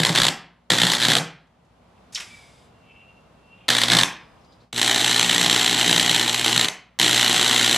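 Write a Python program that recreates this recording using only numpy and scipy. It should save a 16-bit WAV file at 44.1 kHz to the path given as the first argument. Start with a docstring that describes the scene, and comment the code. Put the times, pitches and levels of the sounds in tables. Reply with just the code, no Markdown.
"""High-voltage arc burning a potato

A mains arc burns into a potato in five bursts, close to a microphone pair in a small hard room.
Each half cycle strikes a cluster of spark impulses, one polarity harder; noise fries in between.
Low puffs of hot gas make the fluttering flame, and sines at mains multiples make the supply's hum.
Now and then the arc sputters or the char flares. In the pause a steam pocket bursts as banded noise,
sizzles out, and steam whistles faintly from the charred skin as gliding, ragged sines."""
import sys
import numpy as np
from scipy import signal
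from scipy.fft import rfft, irfft, next_fast_len
from scipy.io import wavfile
from scipy.ndimage import uniform_filter1d, minimum_filter1d, map_coordinates

SR = 44100
rng = np.random.default_rng(int(sys.argv[2]) if len(sys.argv) > 2 else 0)


def log_audio(samples):
    """Write samples as a 16-bit WAV file to the path given in sys.argv[1]."""
    # one column per channel
    frames = np.atleast_2d(samples).T
    # limit to full scale, then quantise
    limited = np.clip(frames, -1, 1)
    pcm = np.round(limited * 32767).astype(np.int16)
    wavfile.write(sys.argv[1], SR, pcm)


N = 342657
T = np.arange(N) / SR  # time in s
MAINS_HZ = 60

# arc bursts: start_s (first strong discharge), end_s, crackle_db, weak_polarity_db (against the strong one),
# scatter_db (between discharges), flame_db, hum_db
ARC_BURSTS = [(.0023, 0.292, -22, -5.5, 6, -30.5, -44.5), (0.7023, 1.19, -18.5, -7.5, 4, -36.5, -43.5),
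              (3.685, 4.033, -18.5, -11, 5.5, -42.5, -41), (4.7299, 6.663, -19.5, -9.5, 2.5, -53, -43.5),
              (6.9964, 7.781, -18, -8, 0.44, -48, -41)]
# the arc loses its footing and sputters: middle_s, half_length_s, depth_db
SPUTTER_DIPS = [(.033, .01, 13), (.128, 0.014, 10.5), (.98, 0.016, 12), (3.873, 0.016, 9.5),
                (4.02, 0.027, 7), (4.73, 0.033, 16.5), (6.33, .09, 3.5), (6.428, 0.013, 9)]
# the char catches fire and the flame flares: middle_s, half_length_s, rise_db
FLAME_FLARES = [(.715, .025, 7.5), (1.09, 0.057, 8.5), (3.71, .025, 5.5), (3.925, 0.045, 12.5),
                (4.025, .035, 13.5), (5.45, .14, 14.5), (5.93, 0.25, 15.5), (6.56, .1, 14),
                (7.03, .03, 11.5)]


def amp(db):
    """Decibels to gain."""
    return 10 ** (np.asarray(db) / 20)


def unit(x):
    """x at rms 1."""
    return x / np.sqrt(np.mean(x ** 2) + 1e-20)


def along(points, hz):
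    """(Hz, value) points read on a log frequency axis."""
    f, v = np.transpose(points)
    return np.interp(np.log(hz + 1), np.log(f + 1), v)


def bumps(resonances, hz):
    """The summed dB gain of bell-shaped (Hz, width Hz, dB) resonances."""
    return sum(db * np.exp(-((hz - centre) / width) ** 2 / 2) for centre, width, db in resonances)


def swells(rows, at):
    """The summed dB of bell-shaped (middle s, half length s, dB) swells at the given times."""
    return sum(db * np.exp(-((at - s) / half_s) ** 2) for s, half_s, db in rows)


def gate(start, end, fade):
    """One between two times, with ramps outside them."""
    return np.clip(np.minimum(T - start, end - T) / fade + 1, 0, 1)


def wobble(rate):
    """A smooth random curve, rate knots a second."""
    knots = rng.standard_normal(int(N * rate / SR) + 4)
    return map_coordinates(knots, [T * rate])


def filtered(x, response):
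    """x filtered by response(Hz)."""
    m = next_fast_len(N + SR // 2)
    hz = np.fft.rfftfreq(m, 1 / SR)
    return irfft(rfft(x, m) * response(hz), m)[..., :N]


def noise(shape):
    """Noise of rms 1 whose dB spectrum is shape(Hz)."""
    return unit(filtered(rng.standard_normal(N), lambda hz: amp(shape(hz))))


def ring(x, shape, size=8192):
    """x through the causal, minimum-phase filter of energy 1 whose dB spectrum is shape(Hz)."""
    cepstrum = irfft(np.log(amp(shape(np.fft.rfftfreq(size, 1 / SR)))))
    # folding the cepstrum forward makes the filter answer as early as it can
    cepstrum[1:size // 2] *= 2
    cepstrum[size // 2 + 1:] = 0
    kernel = irfft(np.exp(rfft(cepstrum)))
    return signal.fftconvolve(x, kernel / np.linalg.norm(kernel))[:N]


def clusters(times, db, spread, uneven_db, count, signs=(-1, 1)):
    """A cluster of impulses around each time; db is its rms over half a mains cycle."""
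    shape = (len(times), count)
    # a fast strike, a slower quench
    at = times[:, None] + spread * np.sqrt(6) * rng.triangular(-.85, -.35, 1.2, shape)
    size = rng.choice(signs, shape) * amp(uneven_db * rng.standard_normal(shape))
    half_cycle_norm = np.sqrt(SR / MAINS_HZ / 2)
    size *= (amp(db) * half_cycle_norm / np.linalg.norm(size, axis=1))[:, None]
    inside = (at >= 0) & (at < N / SR)
    return np.bincount((at[inside] * SR).astype(int), size[inside], N)[:N]


def background():
    """Room noise from all around: independent middle and side noises under one level curve."""
    # the level, which dips briefly before the fourth burst: time_s, level_db
    level = [(0, -64), (1.5, -62.5), (2.05, -54.5), (3.0, -55.5), (3.65, -55.5), (4.4, -53.5), (4.64, -56),
             (4.715, -71), (4.8, -61), (7.77, -64.5)]
    # spectrum of the air noise: frequency_hz, relative_db
    air_spectrum = [(15, -45.5), (25, -26.5), (45, -13), (86, -6), (170, -5), (270, -10.5), (330, -14),
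                    (550, -12.5), (800, -12.5), (1200, -17), (1700, -24.5), (3200, -28), (6000, -37.5),
                    (11000, -45), (15000, -58)]
    # how diffuse it is: frequency_hz, side_over_mid_db
    air_width = [(60, -12.5), (180, -13.5), (550, -3.5), (1650, -5.5), (4970, -2.5), (15000, 0.5)]
    gain = amp(np.interp(T, *np.transpose(level)))
    mid, side = (gain * noise(lambda hz: along(air_spectrum, hz)) for _ in range(2))
    return mid, filtered(side, lambda hz: amp(along(air_width, hz)))


def mains_lines(lines):
    """Sines at mains multiples, each with its own phase and wavering level."""
    phase = 2 * np.pi * MAINS_HZ * T
    out = np.zeros(N)
    for multiple, db in lines:
        out += amp(db + wobble(12)) * np.sin(round(multiple) * phase + rng.uniform(0, 2 * np.pi))
    return np.sqrt(2) * out  # so that the dB are rms


def hum(fade=0.01):
    """The arc's heat swings with the mains current, more so when it flares; a faint hum always stays."""
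    # harmonics under load, against each burst's hum level: mains_multiple, relative_db
    load_lines = [(1, -14.5), (2, 1.5), (3, -14), (4, 2), (5, -11), (6, -9.5), (7, -13), (8, -9.5),
                  (10, -14)]
    # the supply without load: mains_multiple, level_db
    idle_lines = [(1, -68.5), (2, -75), (3, -70.5), (4, -72)]
    hum_per_flame = .2  # a bigger flame draws more current: dB of hum per dB of flare
    load = sum(gate(start + fade, end, fade) * amp(hum_db) for start, end, *_, hum_db in ARC_BURSTS)
    load = load * amp(hum_per_flame * swells(FLAME_FLARES, T))
    return load * mains_lines(load_lines) + mains_lines(idle_lines)


def frying():
    """Thin, very uneven noise between the discharges, sinking when the arc sputters."""
    frying_db = -10.5  # against the crackle
    level = np.zeros(N)
    for start, end, crackle_db, *_ in ARC_BURSTS:
        level += gate(start, end, 0.0034) * amp(crackle_db + frying_db)
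    grains = rng.standard_normal(N) * amp(7.6 * rng.standard_normal(N))
    return level * amp(-swells(SPUTTER_DIPS, T)) * unit(grains)


def surroundings(sparks):
    """Gives the sparks their spectrum and the resonances of the surroundings."""
    # the sparks' smooth spectrum: frequency_hz, relative_db
    spark_spectrum = [(30, -40), (80, -20.5), (120, -7.5), (300, 0.5), (600, -3.5), (1200, 0.5),
                      (2500, 0.5), (5200, -3.5), (8500, -6), (11000, -11.5), (13000, -13.5), (14300, -32),
                      (15200, -42.5)]
    # resonances and notches before the microphones are moved: centre_hz, width_hz, gain_db
    colour_before = [(208, 14, -6.5), (410, 46, -2.5), (555, 10, 5.5), (740, 83, 4.5), (1000, 70, 1.5),
                     (1800, 220, 6.5), (2650, 240, -1.5), (3390, 440, 9), (4230, 530, 8.5),
                     (6300, 120, 2.5), (7600, 350, 4), (11900, 250, -9)]
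    # the same after the move: centre_hz, width_hz, gain_db
    colour_after = [(210, 8.9, -5), (324, 23, 3), (506, 18, -12), (766, 52, 4.5), (1210, 100, -3.5),
                    (1940, 180, 5.5), (3120, 274, 9.5), (3950, 357, 11.5), (6200, 170, 4.5),
                    (7550, 360, 6.5), (11850, 250, -5)]
    moved_s = 4.7

    def heard(resonances):
        return ring(sparks, lambda hz: along(spark_spectrum, hz) + bumps(resonances, hz))

    return np.where(T < moved_s, heard(colour_before), heard(colour_after))


def arc():
    """Sparks and a puff of hot gas at every half cycle; apart from the hard snaps all sink in a sputter."""
    # the hardest breakdowns and stray flashovers: time_s, level_db (over their half cycle)
    snaps = [(.0516, -9), (0.2351, -15.5), (0.7048, -8.5), (.869, -16.5), (1.154, -12), (3.69, -9),
             (3.704, -13), (3.8364, -12), (3.902, -6.5), (3.92, -9.5), (3.9702, -13), (3.9886, -10.5),
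             (4.0135, -14.5), (4.0353, -11.5), (4.817, -13), (4.897, -13), (5.1965, -12.5), (5.382, -10.5),
             (5.499, -11.5), (5.9986, -12), (6.197, -14.5), (6.4633, -10.5), (6.4813, -12), (6.579, -14.5),
             (6.686, -19.5), (6.6136, -14), (6.991, -23.5), (6.9991, -10.5), (7.0153, -12)]
    # spectrum of the flame's puffs: frequency_hz, relative_db
    flame_spectrum = [(40, -49), (85, -27), (125, -8.5), (170, 8), (210, -9.5), (320, -7.5), (500, -14.5),
                      (800, -13), (2000, -40.5), (6000, -86.5)]
    strongest_db = -15  # the supply bounds an ordinary discharge
    spread_s = .0014  # how long the sparks of one discharge scatter
    flicker_db, flicker_rate = 6.5, 22  # the flame's own unrest, and its changes a second
    half = 1 / MAINS_HZ / 2
    snap_s, snap_db = np.transpose(snaps)
    sparks = clusters(snap_s - .0004, snap_db, spread=.001, uneven_db=5.0, count=36)
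    puffs = np.zeros(N)
    for start, end, crackle_db, weak_db, scatter_db, flame_db, _ in ARC_BURSTS:
        s = np.arange(start, end, half)
        # every second half cycle breaks down more gently
        polarity_db = 20 * np.log10(unit(amp(weak_db * (np.arange(len(s)) % 2))))
        drive_db = polarity_db - swells(SPUTTER_DIPS, s)
        chance = rng.standard_normal(len(s))
        spark_db = np.minimum(crackle_db + drive_db + scatter_db * chance, strongest_db)
        # a hard breakdown takes its whole half cycle
        free = np.abs(s[:, None] - snap_s).min(axis=1) > half / 2
        sparks += clusters(s[free], spark_db[free], spread_s, uneven_db=2.5, count=40)
        flicker = flicker_db * np.interp(s, T, wobble(flicker_rate))
        puff_db = flame_db + drive_db + swells(FLAME_FLARES, s) + flicker + 3 * chance
        # heated gas always pushes outwards: one sign only
        puffs += clusters(s, puff_db, spread=0.00072, uneven_db=2, count=1, signs=[1])
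    return surroundings(sparks + frying()) + ring(puffs, lambda hz: along(flame_spectrum, hz))


def room(x, wet_db=-9, delay=0.0051, size=8820):
    """The walls' answer dies at its own speed per frequency; its fine grain is redrawn slice by slice."""
    # decay time: frequency_hz, t60_s
    decay = [(100, 0.49), (260, 0.4), (700, 0.42), (1840, 0.46), (3800, 0.4), (7000, 0.23), (12000, 0.21)]
    # colour of the reverberation: frequency_hz, gain_db
    wall_colour = [(200, 2.5), (850, 4), (1800, -2), (2500, 1), (3800, -13.5), (5500, 5), (10000, 2)]
    wet = np.zeros(N + 2 * SR)
    for first in range(0, N, size):  # fresh tails avoid the fixed colour of a single random one
        hz, t, z = signal.stft(rng.standard_normal(SR * 3 // 4), SR, nperseg=256)
        fall = amp(-60 * t / along(decay, hz)[:, None])
        tail = signal.istft(z * fall, SR, nperseg=256)[1]
        # the nearest wall answers after a short delay
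        tail *= np.clip(np.arange(len(tail)) / SR / delay - 1, 0, 1)
        answer = signal.fftconvolve(x[first:first + size], tail / np.linalg.norm(tail))
        wet[first:first + len(answer)] += answer
    return amp(wet_db) * filtered(wet[:N], lambda hz: amp(along(wall_colour, hz)))


def spits():
    """Steam pockets burst, spit and tick in the hot char: short decaying hisses, each in its own band."""
    # the spits: start_s, level_db, centre_hz, width_octaves, t60_s
    pockets = [(1.47, -65.5, 4470, .9, .04), (1.648, -67.5, 5010, 1.2, 0.056),
               (1.825, -67, 2700, .2, 0.037), (1.975, -56, 2650, .15, .04), (2.123, -45.5, 4870, 1.6, 0.54),
               (2.147, -19.5, 5440, 0.34, 0.049), (2.155, -20.5, 3310, 0.39, 0.063),
               (2.173, -31, 1960, 0.9, 0.11), (2.199, -29.5, 2420, 1.2, .12),
               (3.205, -67, 4500, 0.86, 0.054), (4.378, -55, 2740, .15, .04), (4.41, -63, 5470, .1, 0.057),
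               (4.445, -55, 4600, 0.29, .06), (4.52, -58, 3970, 0.32, .15), (4.6, -60, 4220, 0.24, .2)]
    treble_loss = [(8000, -1.5), (11500, -6.5), (14500, -27.5)]  # (Hz, dB)
    out = np.zeros(N)
    for s, db, centre_hz, octaves, t60 in pockets:
        age = np.maximum(T - s, 0)

        def band(hz):
            distance = np.log2((hz + 1) / centre_hz) / octaves
            return -20 * np.log10(1 + distance ** 2)

        hiss = noise(lambda hz: band(hz) + along(treble_loss, hz))
        onset = 1 - np.exp(-age / 0.0023)
        out += amp(db - 60 * age / t60) * onset * hiss
    return out


def sizzle():
    """Steam escapes as noise coloured by the pores, dying as the burst pocket's pressure falls."""
    # spectrum of the escaping steam: frequency_hz, relative_db
    steam_spectrum = [(800, -29.5), (1500, -8), (2300, -10), (3500, -5), (5200, -12), (8000, -14),
                      (11000, -19), (13000, -34), (15000, -52)]
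    # resonances of the hiss: centre_hz, width_hz, gain_db
    pore_resonances = [(3600, 150, 4.5), (4980, 180, 8), (7730, 300, 5.5), (10330, 400, 4)]
    start_s, end_s, start_db, fall_db_per_s = 2.17, 2.66, -47.5, 36
    level_db = start_db - fall_db_per_s * np.maximum(T - start_s, 0)
    hiss = noise(lambda hz: along(steam_spectrum, hz) + bumps(pore_resonances, hz))
    return gate(start_s, end_s, .05) * amp(level_db) * hiss


def whistles(waver_db=3):
    """Steam sings through pores, each swelling and fading; a ragged jet flutters and throws side tones."""
    # the whistles: loudest_s, pitch_hz (then), glide_octaves_per_s, peak_db, rise_s, fall_s,
    # raggedness (scales the phase swing in rad)
    tones = [(2.315, 2330, -.15, -44.5, .03, 0.14, 0.56), (2.44, 2174, -0.22, -58, .14, .2, .6),
             (2.905, 2673, -0.067, -52, 0.103, 0.27, 1.9), (3.09, 2753, -.03, -51.5, 0.34, 0.17, .3),
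             (3.54, 2750, 0.1, -49, 0.17, .12, 0.42), (3.62, 2800, -.05, -53.5, .12, .15, 2.5),
             (4.22, 4980, -0.052, -67, 0.088, 0.22, .3), (4.5, 4920, -0.068, -56, 0.031, 0.067, .3)]
    range_db = 20  # what a whistle gains in its rise time and loses in its fall time
    flutter_hz, flutter_unrest = 377, 0.068  # the jet's flapping and its relative wander
    flutter_share, turbulent_share = 0.37, 0.37  # the two parts of its raggedness
    flutter = np.sin(2 * np.pi * np.cumsum(flutter_hz * (1 + flutter_unrest * wobble(80))) / SR)
    swing = flutter_share * flutter + turbulent_share * wobble(830)
    drift = 1 + .005 * wobble(120)  # slight unsteadiness of pitch
    waver = waver_db * wobble(60)
    out = np.zeros(N)
    for s, pitch_hz, glide, db, rise_s, fall_s, ragged in tones:
        pitch = pitch_hz * 2 ** (glide * (T - s)) * drift
        phase = 2 * np.pi * np.cumsum(pitch) / SR
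        fade_db = range_db * np.maximum((s - T) / rise_s, (T - s) / fall_s)
        out += amp(db - fade_db + waver) * np.sin(phase + ragged * swing)
    return out


def scene():
    """Arc and steam reach a close microphone pair that differs mostly in the treble, amid background."""
    # left-right difference of the near sounds: frequency_hz, side_over_mid_db
    near_width = [(60, -39.5), (200, -51), (500, -23.5), (1200, -38), (2500, -38), (4000, -22.5),
                  (8000, -15), (12000, -5)]
    air, air_side = background()
    near = arc() + spits() + sizzle() + whistles()
    centre = near + room(near) + hum()
    # a random sway keeps the left-right difference of all near sounds diffuse
    sway = np.sqrt(2) * np.sin(3 * wobble(160))
    # 1j turns the side signal by a quarter cycle
    near_side = filtered(centre * sway, lambda hz: 1j * amp(along(near_width, hz)))
    mid, side = centre + air, near_side + air_side
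    return np.array([mid + side, mid - side])


def record(dry, ceiling=0.87, hold=0.0038):
    """A fast limiter holds down the highest peaks; nothing passes above the band limit."""
    top_hz = 15500
    size = max(int(hold * SR), 3)
    needed = np.minimum(1, ceiling / (np.abs(dry).max(axis=0) + 1e-9))
    gain = uniform_filter1d(minimum_filter1d(needed, size), size)
    return filtered(dry * gain, lambda hz: hz < top_hz)


dry = scene()
out = record(dry)
log_audio(out)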